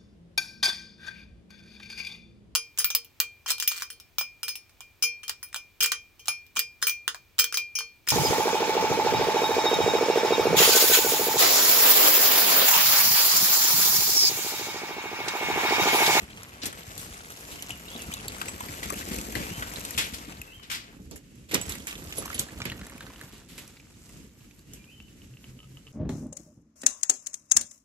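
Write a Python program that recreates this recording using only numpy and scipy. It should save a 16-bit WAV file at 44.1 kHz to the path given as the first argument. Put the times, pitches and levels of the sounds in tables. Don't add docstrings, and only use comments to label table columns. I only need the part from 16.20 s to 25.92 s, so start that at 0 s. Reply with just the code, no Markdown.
import sys
import numpy as np
from scipy import signal
from scipy.fft import rfft, irfft
from scipy.io import wavfile

SR = 44100
rng = np.random.default_rng(int(sys.argv[2]) if len(sys.argv) > 2 else 0)


def file_out(sig):
    cols = np.atleast_2d(sig).T
    lim = np.clip(cols, -1, 1)
    pcm = np.round(lim * 32767).astype(np.int16)
    wavfile.write(sys.argv[1], SR, pcm)


N = 428652

NOTE_FADE_S = 0.0075
PAN_DB_PER_MS, PAN_AHEAD_DB, PAN_SPREAD_DB = 10, -1.7, 3


def amp(db):
    return 10 ** (np.asarray(db) / 20)


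def rms_one(x):
    return x / np.sqrt(np.mean(x ** 2) + 1e-20)


def peak_one(x):
    return x / (np.max(np.abs(x)) + 1e-12)


def in_time(rows):
    s, *columns = np.transpose(rows)
    return [np.interp(np.arange(N) / SR, s, column) for column in columns]


def at_hz(points, hz):
    table_hz, values = np.array(points).T
    return np.interp(np.log(hz), np.log(table_hz), values)


def band(x, low_hz, high_hz):
    sos = signal.butter(2, [low_hz, high_hz], "band", fs=SR, output="sos")
    return signal.sosfilt(sos, x + 1e-18)


def drift(rate_hz):
    r = np.exp(-40 * np.pi * rate_hz / SR)
    slow = signal.lfilter([1], [1, -2 * r, r * r], rng.standard_normal(N // 20 + 4002))
    slow = slow[4000:]
    return np.interp(np.arange(N) / 20, np.arange(len(slow)), rms_one(slow))


def resonance(x, hz, width_hz):
    r = np.exp(-np.pi * width_hz / SR)
    feed = np.array([1, 0, -1]) * (1 - r * r) / 2
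    return signal.lfilter(feed, [1, -2 * r * np.cos(2 * np.pi * hz / SR), r * r], x)


def colour(x, spectrum):
    hz = np.maximum(np.fft.rfftfreq(N, 1 / SR), 1)
    return rms_one(irfft(rfft(x) * amp(at_hz(spectrum, hz)), N))


def sides(pan_db):
    return amp(np.array([pan_db / 2, -pan_db / 2]))


def pan_of(lag_ms):
    return PAN_AHEAD_DB + PAN_DB_PER_MS * lag_ms


def blow_sides(lag_ms, chance):
    return sides(pan_of(lag_ms) + PAN_SPREAD_DB * chance)[:, None]


def later(pair, lag_ms):
    at = np.arange(pair.shape[1])
    right = np.interp(at - lag_ms * SR / 1000, at, pair[1])
    return np.array([pair[0], right])


def add(track, at, pair, lag_ms):
    right_at = max(at + round(lag_ms * SR / 1000), 0)
    for side, start in enumerate([at, right_at]):
        track[side, start:start + pair.shape[1]] += pair[side, :N - start]


def forest():
    # (pitch_hz, density_db [dB per Hz, relative])
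    rush_spectrum = [(15, -33), (25, 4), (164, 1.5), (285, -2), (791, -27.5), (2780, -18), (3510, -24),
                     (7700, -26), (9250, -28), (12000, -28), (13000, -50)]
    # (pitch_hz, likeness [1 = same, 0 or less = unrelated])
    likeness = [(40, 0.81), (70, 0.93), (180, 0.94), (520, 0.47), (1520, -0.052), (4480, 0.16),
                (13200, -0.4)]
    hz = np.maximum(np.fft.rfftfreq(N, 1 / SR), 1)
    alike = np.clip(at_hz(likeness, hz), 0, 1)
    mid, side = rfft(rng.standard_normal((2, N)))
    both = np.sqrt(1 + alike) * mid + np.sqrt(1 - alike) * side * np.array([[1], [-1]])
    rush = rms_one(irfft(both * amp(at_hz(rush_spectrum, hz)), N))
    return amp(-54 + 2.25 * drift(8.4)) * rush


def hum():
    # (start_s, length_s, level_db [rms])
    throbs = [(9.098, 0.065, -48), (9.268, .12, -50.5), (9.445, 0.15, -51), (9.665, 0.085, -51)]
    start_hz, rise_hz_per_s = 127, 13
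    t = np.arange(N) / SR
    gate = sum(amp(level_db) * np.clip(np.minimum(t - s, s + length - t) / NOTE_FADE_S, 0, 1)
               for s, length, level_db in throbs)
    hz = start_hz + rise_hz_per_s * (t - throbs[0][0])
    return np.sqrt(2) * gate * np.sin(2 * np.pi * np.cumsum(hz) / SR)


def tone(rows):
    s, hz, level_db = np.transpose(rows)
    out = np.zeros(N)
    at = np.arange(round(s[0] * SR), round(s[-1] * SR))
    t = at / SR
    gate = np.clip(np.minimum(t - s[0], s[-1] - t) / NOTE_FADE_S, 0, 1)
    phase = 2 * np.pi * np.cumsum(np.interp(t, s, hz)) / SR
    out[at] = np.sqrt(2) * gate * amp(np.interp(t, s, level_db)) * np.sin(phase)
    return out


def far_birds():
    # (time_s, pitch_hz, level_db [before flutter and mix])
    phrases = [
        [(1.652, 2600, -55), (1.68, 2890, -52), (1.71, 3370, -51), (1.742, 3400, -47)],
        [(1.782, 3070, -49), (1.812, 2520, -47.5)],
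        [(1.93, 3060, -53), (1.955, 2740, -55), (1.985, 2500, -62)],
        [(1.51, 3000, -46), (1.55, 2660, -57)],
        [(3.19, 2146, -49), (3.27, 2690, -51), (3.32, 2950, -53), (3.37, 3140, -56)],
        [(4.27, 2730, -49), (4.295, 2560, -58), (4.345, 3215, -54.5), (4.39, 3030, -61), (4.45, 2900, -61)],
        [(8.475, 2696, -69), (8.54, 3160, -69), (8.555, 3000, -62), (8.578, 2385, -68), (8.63, 2385, -72)],
        [(8.665, 2400, -59), (8.69, 2550, -61), (8.72, 3110, -62), (8.78, 2990, -62), (8.93, 2956, -79)],
    ]
    return sum(tone(phrase) for phrase in phrases) * amp(2.8 * drift(65)) * np.ones((2, 1))


def trees(x):
    t60_s = 0.25
    t = np.arange(int(.6 * SR)) / SR
    haze = band(rng.standard_normal((2, len(t))), 460, 5800)
    haze = haze * amp(-60 * t / t60_s) * (t > .004)
    haze /= np.sqrt(np.sum(haze ** 2, axis=1, keepdims=True))
    return signal.fftconvolve(x, haze, axes=1)[:, :N]


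def struck(touches, modes, lag_ms, uneven_db):
    out, t = np.zeros((2, N)), np.arange(SR // 5) / SR
    hz, level_db, t60 = np.transpose(modes)[:, :, None]
    chances = rng.standard_normal((len(touches), len(modes), 1))
    for (s, peak_db), chance in zip(touches, chances):
        at = round(s * SR)
        strength = amp(level_db + uneven_db * chance - 60 * t / t60)
        ring = np.sum(strength * np.sin(2 * np.pi * hz * t), axis=0)
        add(out, at, amp(peak_db) * blow_sides(lag_ms[at], 0) * peak_one(ring), lag_ms[at])
    return out


def ticks(lag_ms):
    # (start_s, peak_db [bright ring, before panning], hollow_peak_db [before panning])
    tick_events = np.array([(8.642, -43, -75), (8.8021, -35.5, -75), (8.884, -46, -75), (9.0185, -42, -79),
                            (9.0443, -49, -77), (9.1386, -47, -72), (9.1706, -42, -75),
                            (9.2422, -35.5, -66), (9.3905, -41, -62), (9.403, -41, -60), (9.431, -46, -58),
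                            (9.442, -48, -60), (9.5711, -39, -61), (9.6686, -39.5, -63), (9.6764, -42, -66),
                            (9.684, -45, -61)])
    # (pitch_hz, level_db [relative, before scatter], t60_s)
    part_modes = [(1268, -17, 0.069), (2290, -19, 0.049), (2530, -14, 0.032), (2740, 12, 0.028),
                  (2980, 16, 0.023), (3200, -16, 0.014), (5500, -20, 0.012)]
    bright = struck(tick_events[:, :2], part_modes[1:], lag_ms, uneven_db=6.0)
    hollow = struck(tick_events[:, ::2], part_modes[:1], lag_ms, uneven_db=0)
    return bright + hollow


def clinks(lag_ms):
    # (start_s, peak_db [before panning])
    clink_events = [(2.2837, -24.5), (5.414, -24.5), (5.4927, -29), (5.983, -19.5), (6.144, -23.5),
                    (6.191, -27)]
    # (pitch_hz, level_db [relative, before scatter], t60_s)
    steel_modes = [(6100, -22, 0.13), (6300, -9, 0.13), (7100, -6, 0.075), (7830, 3.5, 0.093),
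                   (8376, -14, 0.068), (9100, -5, 0.094), (11000, 4, 0.066), (11300, -12, 0.075)]
    return struck(clink_events, steel_modes, lag_ms, uneven_db=6.0)


def bumps(lag_ms):
    # (start_s, level_db [1 dB above the peak], pitch_hz)
    bump_events = [(0.431, -30, 264), (0.673, -34, 69), (0.77, -36, 90), (0.898, -37.5, 61),
                   (1.501, -37, 116), (1.673, -39, 188), (1.75, -30.5, 350), (1.879, -34, 149),
                   (2.063, -35, 76), (2.489, -30, 117), (2.599, -42, 172), (2.721, -26.5, 395),
                   (2.797, -36, 226), (2.87, -31, 300), (2.908, -25.5, 213), (2.935, -30, 300),
                   (3.008, -39, 251), (3.08, -32, 350), (3.157, -27, 100), (3.2, -27, 180),
                   (3.308, -30, 170), (3.371, -32, 83.4), (3.51, -38, 150), (3.674, -42, 291),
                   (3.766, -35, 91.5), (3.928, -36.5, 72.7), (4.078, -32.5, 217), (4.191, -36.5, 78.1),
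                   (4.368, -42, 96), (4.793, -36, 135), (4.911, -43, 286), (5.331, -21.5, 282),
                   (5.47, -33, 96.9), (5.819, -37, 207), (5.851, -36, 83.4), (5.982, -30, 387),
                   (6.188, -27.5, 154), (6.41, -29.5, 106), (6.453, -29.5, 180), (6.508, -31.5, 133),
                   (6.836, -37, 186), (7.029, -38.5, 150)]
    t60_s, rise_s = 0.071, 0.0021
    out, t = np.zeros((2, N)), np.arange(SR // 4) / SR
    noise = rng.standard_normal(N + len(t))
    for s, level_db, hz in bump_events:
        at = round(s * SR)
        push = noise[at:at + len(t)] * amp(-60 * t / t60_s) * (1 - np.exp(-t / rise_s))
        thump = peak_one(band(push, 0.6 * hz, 1.54 * hz))
        add(out, at, amp(level_db - 1.0) * thump * np.ones((2, 1)), lag_ms[at])
    return out


def small_snaps(crunch_db):
    count, low_hz, high_hz = 170, 1085, 4180
    over_crunch_db, spread_db, splinter_db = 12, 3, -10.5
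    when, size, pitch, bright = rng.random((count, 4)).T
    at = (when * (N - 1)).astype(int)
    level_db = crunch_db[at] + over_crunch_db - spread_db * np.log(1 - .9 * size)
    hz = low_hz * (high_hz / low_hz) ** pitch
    return list(zip(at / SR, level_db, hz, splinter_db + 12 * (bright - .5)))


def snaps(crunch_db, lag_ms):
    # (start_s, level_db, pitch_hz, splinter_db [relative to level_db])
    loud_snaps = [(0.173, -26, 2800, -11), (0.232, -28.5, 1900, -1.5), (0.4562, -20.5, 3820, 0.5),
                  (0.5277, -25.5, 1490, -6), (0.778, -24.5, 4400, -2), (1.1036, -28, 1310, -4.5),
                  (1.121, -29.5, 3970, -4), (1.208, -40, 2640, 3), (1.4235, -20.5, 2940, 0),
                  (1.494, -24, 900, -12), (1.506, -21, 2880, -5.5), (1.653, -34, 2720, -13),
                  (1.7614, -26.5, 3600, -20), (1.8194, -27.5, 4030, -1), (1.9382, -19, 4250, -0.5),
                  (2.0817, -20, 4340, -7.5), (2.2145, -13.5, 1220, -17), (2.2832, -20.5, 2500, -23),
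                  (2.38, -32, 1130, -11), (2.4054, -16, 990, -10), (2.4384, -28, 1180, -17),
                  (2.4853, -21.5, 2080, -11.5), (2.6304, -20.5, 2080, -14), (2.702, -18.5, 1130, -5.5),
                  (2.724, -25, 1930, -3.5), (2.7412, -28, 2500, -13), (2.9855, -25, 2520, 0),
                  (3.0126, -28.5, 3430, -2), (3.1525, -13, 1880, -14), (3.2989, -24, 2710, -14),
                  (3.4229, -16.5, 1440, -15), (3.5593, -21.5, 4200, -8.5), (3.6503, -19.5, 4100, 0),
                  (3.7074, -28, 2050, 1.5), (3.766, -32, 4000, -3), (3.7776, -8.5, 2500, -8),
                  (4.123, -28, 2750, -18), (4.2158, -25, 2570, -2), (4.4996, -24, 2200, -31),
                  (4.9118, -36, 1155, 1), (4.9586, -35.5, 2120, -3), (5.157, -48, 2200, -3),
                  (5.3126, -27, 2180, -5), (5.3442, -18, 2810, 5.5), (5.414, -24, 2960, -4),
                  (5.4942, -26.5, 2100, 0), (5.522, -20, 3860, -5), (5.553, -24, 2190, -5),
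                  (5.67, -23.5, 2060, -2), (5.7099, -23, 3100, -20), (5.727, -25, 2680, -16),
                  (5.7541, -23.5, 2900, -16), (5.9244, -22.5, 2940, -17), (5.9812, -24, 1280, -15),
                  (6.0238, -26.5, 1220, -3), (6.0571, -23, 1040, -3), (6.078, -25, 1300, -18),
                  (6.1025, -20, 1290, -24), (6.13, -20.5, 2060, -13), (6.1459, -21.5, 3170, -7),
                  (6.1799, -24, 3020, -23), (6.1943, -12.5, 4460, -0.5), (6.2866, -31, 1780, -14),
                  (6.377, -29, 3100, -18), (6.4025, -20.5, 1290, -28), (6.4178, -19, 2300, -34),
                  (6.4537, -18.5, 2230, -10), (6.4988, -22, 2990, -14), (6.5181, -19.5, 1830, -15.5),
                  (6.593, -29.5, 1260, -12), (6.613, -32, 1810, -18), (6.6673, -31, 1690, -4),
                  (6.6973, -28.5, 1780, -6.5), (6.7208, -29.5, 1280, -16), (6.78, -34.5, 2300, -5),
                  (6.8074, -25, 1570, -26), (6.8665, -30, 1700, -24), (6.9004, -32, 1030, -23),
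                  (6.9598, -35, 2930, -20), (7.012, -26, 1760, -10), (7.3809, -32, 2280, -19),
                  (7.4778, -41, 2770, 4.5), (7.568, -39, 2200, -18), (7.5985, -34.5, 2530, -16),
                  (7.893, -41, 2600, -3), (8.207, -45, 2700, -18), (8.31, -39.5, 2830, -17),
                  (8.392, -41, 4400, -3), (8.5348, -38.5, 3020, 4)]
    crack_t60_s, lag_spread_ms = 0.031, .06
    knock, splinter = np.zeros((2, 2, N))
    t = np.arange(SR // 20) / SR
    noise, scatter = rng.standard_normal(N + len(t)), rng.standard_normal(N)
    click = np.arange(len(t)) < 1
    for s, level_db, hz, splinter_db in loud_snaps + small_snaps(crunch_db):
        at = round(s * SR)
        crack = (noise[at:at + len(t)] + 3.68 * click) * amp(-60 * t / crack_t60_s)
        lag = lag_ms[at] + lag_spread_ms * scatter[at]
        gain = amp(level_db) * blow_sides(lag_ms[at], scatter[at])
        rings = resonance(crack, hz, 0.18 * hz) + 0.26 * resonance(crack, 2.18 * hz, 0.24 * hz)
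        add(knock, at, gain * peak_one(rings + .12 * crack), lag)
        shorter = crack * amp(-60 * t / (1.46 * crack_t60_s))
        add(splinter, at, gain * amp(splinter_db) * peak_one(shorter), lag)
    return amp(-0.5) * band(knock, 360, 6000) + amp(11.0) * band(splinter, 4540, 12900)


def grains(per_s, spread_db, clump_db):
    sizes = amp(spread_db * np.minimum(rng.exponential(1, N), 5))
    born = rng.random(N) < per_s * amp(clump_db * drift(14)) / SR
    rubbing = signal.lfilter([1], [1, -.9], sizes * born)
    return rms_one(rubbing * rng.standard_normal(N))


def crushes(lag_ms):
    # (start_s, level_db, pitch_hz, thud_db [relative], snap_db [relative], t60_s [knock; scaled for the rest])
    crush_events = [(0.416, -23.5, 4200, -19, -29, 0.18), (0.43, -25, 2110, -10.5, -13, 0.24),
                    (0.456, -24, 3930, -13, -1, 0.11), (0.7776, -35.5, 4470, -28, -3.5, 0.54),
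                    (1.31, -33, 2900, -7.5, -9, 0.34), (2.629, -20, 2130, -21, -10, 0.1),
                    (2.7676, -31, 2880, -19, -10.5, 0.29), (2.9063, -27.5, 1790, -7, -12, 0.33),
                    (3.149, -25, 1780, -3, -18, 0.32), (3.775, -13.5, 2530, -21, -13, 0.28),
                    (3.9335, -27, 4320, -24, -10, 0.2), (4.426, -34.5, 2750, -25, -19, 0.18),
                    (4.498, -22, 2260, -24.5, -15.5, 0.36), (4.511, -24, 4200, -25, -15, 0.28),
                    (4.911, -34.5, 4450, 0.5, -13, 0.13), (4.958, -41, 2080, -15, 0, 0.11),
                    (5.2864, -40.5, 2580, -7, -13, 0.29), (5.3104, -26.5, 2100, -8, -14, 0.44),
                    (5.3384, -13.5, 1980, -7, -12, 0.12), (5.4916, -29.5, 2100, -15, -8, 0.35),
                    (5.6695, -26.5, 2080, -25, -7.5, 0.22), (5.9664, -28, 3600, -3.5, -4, 0.22),
                    (6.1459, -26, 3210, -18, -11, 0.11), (6.19, -18.5, 4440, -17, -2.5, 0.11),
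                    (6.4537, -22, 2090, -9, -20, 0.15), (7.12, -42.5, 2800, -20, -12, 0.44),
                    (7.284, -43, 2950, -12, -9.5, 1), (7.378, -32, 2260, -18, -7, 0.13),
                    (8.5335, -45.5, 3000, -16, 2.5, 0.17)]
    rise_s = 0.0047
    noise = grains(per_s=12000, spread_db=4.5, clump_db=2.5) + 1.11 * rng.standard_normal((2, N))
    knock, snap, thud = np.zeros((3, 2, N))
    for s, level_db, hz, thud_db, snap_db, t60 in crush_events:
        at = round(s * SR)
        t = np.arange(int(min(t60, .6) * SR) + 3000) / SR
        onset = 1 - np.exp(-t / rise_s)
        shaped = amp(level_db) * blow_sides(lag_ms[at], 0) * onset * noise[:, at:at + len(t)]
        burst = shaped * amp(-60 * t / t60)
        add(knock, at, 1.64 * resonance(burst, hz, 0.92 * hz) + 0.19 * burst, lag_ms[at])
        add(snap, at, shaped * amp(snap_db - 60 * t / (0.77 * t60)), lag_ms[at])
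        add(thud, at, shaped * amp(thud_db - 60 * t / (t60 + 0.083)), lag_ms[at])
    bright = amp(2.0) * band(snap, 7000, 22000)
    return amp(-7) * band(knock, 850, 4940) + bright + amp(9.5) * band(thud, 75, 417)


def splinters(per_s, cycles):
    at = np.flatnonzero(rng.random(N) < per_s * amp(5.0 * drift(8)) / SR)
    size, pitch = rng.random((len(at), 2)).T
    pitches = np.geomspace(700, 11000, 6)
    clicks = np.full((len(pitches), N), 1e-18)
    row = (pitch * len(pitches)).astype(int)
    clicks[row, at] = amp(5.3 * np.minimum(-np.log(1 - size), 3))
    return rms_one(sum(resonance(x, hz, hz / cycles) for x, hz in zip(clicks, pitches)))


def tyres(rumble_db, crunch_db, crackle_db, pan_db, lag_ms):
    # (pitch_hz, density_db [dB per Hz, relative])
    rumble_spectrum = [(26, -38), (45, 1.5), (70, 3.5), (129, -6.5), (189, 0.5), (252, -2.5), (563, -16.5),
                       (700, -41), (910, -62), (1540, -120)]
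    # (pitch_hz, density_db [dB per Hz, relative])
    crunch_spectrum = [(240, -3), (400, -1.5), (753, -5), (1260, -5.5), (1430, -5.5), (2670, -6),
                       (3240, -10), (5200, -21.5), (6760, -58), (11400, -120)]
    wheel_lags = [-.12, -0.039, .03, .12]
    chips = np.zeros((2, N))
    for offset_ms in wheel_lags:
        wheel = grains(per_s=1800, spread_db=3.0, clump_db=5.0) + 0.4 * splinters(per_s=90, cycles=2.6)
        whole_samples = np.round((lag_ms + offset_ms) * SR / 1000)
        chips += later(np.array([wheel, wheel]), whole_samples * 1000 / SR)
    shake, own = rng.standard_normal(N), rng.standard_normal((2, N))
    ground = colour(later(shake + 0.23 * own, lag_ms), rumble_spectrum)
    rumble = amp(rumble_db - 2.5 + 3.6 * drift(29) + 2.0 * drift(5.9)) * ground
    crunch = amp(crunch_db + 0.5) * colour(chips, crunch_spectrum)
    crackle = amp(crackle_db + 0.5) * rms_one(band(chips, 3630, 21800))
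    return rumble * sides(0.59 * pan_db) + (crunch + crackle) * sides(pan_db)


def scene():
    # (time_s, lag_ms [right port behind the left])
    bearing = [(0, 0.22), (.6, 0.38), (1.5, 0.27), (2.6, 0.39), (4.72, 0.39), (4.76, -0.31), (6.2, -.18),
               (7.2, 0), (9.72, 0.072)]
    # (time_s, rumble_db, crunch_db, crackle_db)
    rolling = [(0.0, -47, -48.5, -53.5), (0.4, -71, -50, -56), (0.75, -54, -46.5, -47),
               (1.2, -64, -49, -48.5), (1.87, -45.5, -45, -47), (2.65, -48, -43.5, -44.5),
               (2.92, -38, -41.5, -38.5), (3.02, -44, -46.5, -45), (3.27, -41, -42, -43.5),
               (3.87, -49.5, -44.5, -44), (4.12, -47.5, -47, -52), (4.36, -72, -55.5, -60),
               (4.68, -61, -56, -73), (4.84, -46, -69, -63), (5.01, -60, -88, -94), (5.27, -56, -75, -70),
               (5.47, -40.5, -46.5, -46), (5.66, -51.5, -52, -49), (6.05, -41, -46.5, -46.5),
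               (6.44, -45.5, -52, -55), (7.04, -50.5, -52.5, -54.5), (7.16, -51, -56.5, -57),
               (7.26, -53, -66, -65), (7.42, -52.5, -57.5, -56), (7.66, -67, -66.5, -63.5),
               (7.93, -58, -62, -55.5), (8.2, -58.5, -70, -67), (9.72, -56, -72.5, -67)]
    lag_ms, = in_time(bearing)
    rumble_db, crunch_db, crackle_db = in_time(rolling)
    background = hum() + sides(pan_db=-1.4)[:, None] * forest()
    birds = amp(-2.5) * far_birds()
    cart = ticks(lag_ms) + clinks(lag_ms) + bumps(lag_ms) + snaps(crunch_db, lag_ms) + crushes(lag_ms)
    cart = cart + tyres(rumble_db, crunch_db, crackle_db, pan_of(lag_ms), lag_ms)
    return background + birds + trees(birds) + cart + amp(-16.5) * trees(cart)


def record(dry):
    # (pitch_hz, width_hz, gain_db)
    port_colour = [(5870, 2760, 2.5), (7630, 1800, 5.5), (9160, 2600, -6.5), (12360, 880, 7.5)]
    # (pitch_hz, width_hz, gain_db)
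    left_colour = [(45, 33, 2.5), (12320, 750, 3.5)]
    bass_cut_hz, edge_hz, cutoff_hz = 42.6, 12490, 13760
    for hz, width_hz, db in port_colour:
        dry = dry + (amp(db) - 1) * resonance(dry, hz, width_hz)
    for hz, width_hz, db in left_colour:
        dry[0] = dry[0] + (amp(db) - 1) * resonance(dry[0], hz, width_hz)
    dry = signal.sosfilt(signal.butter(3, bass_cut_hz, "high", fs=SR, output="sos"), dry)
    dry = signal.sosfilt(signal.ellip(7, 1, 38, edge_hz, fs=SR, output="sos"), dry)
    return signal.sosfilt(signal.cheby2(12, 70, cutoff_hz, fs=SR, output="sos"), dry)


dry = scene()
out = record(dry)
file_out(out)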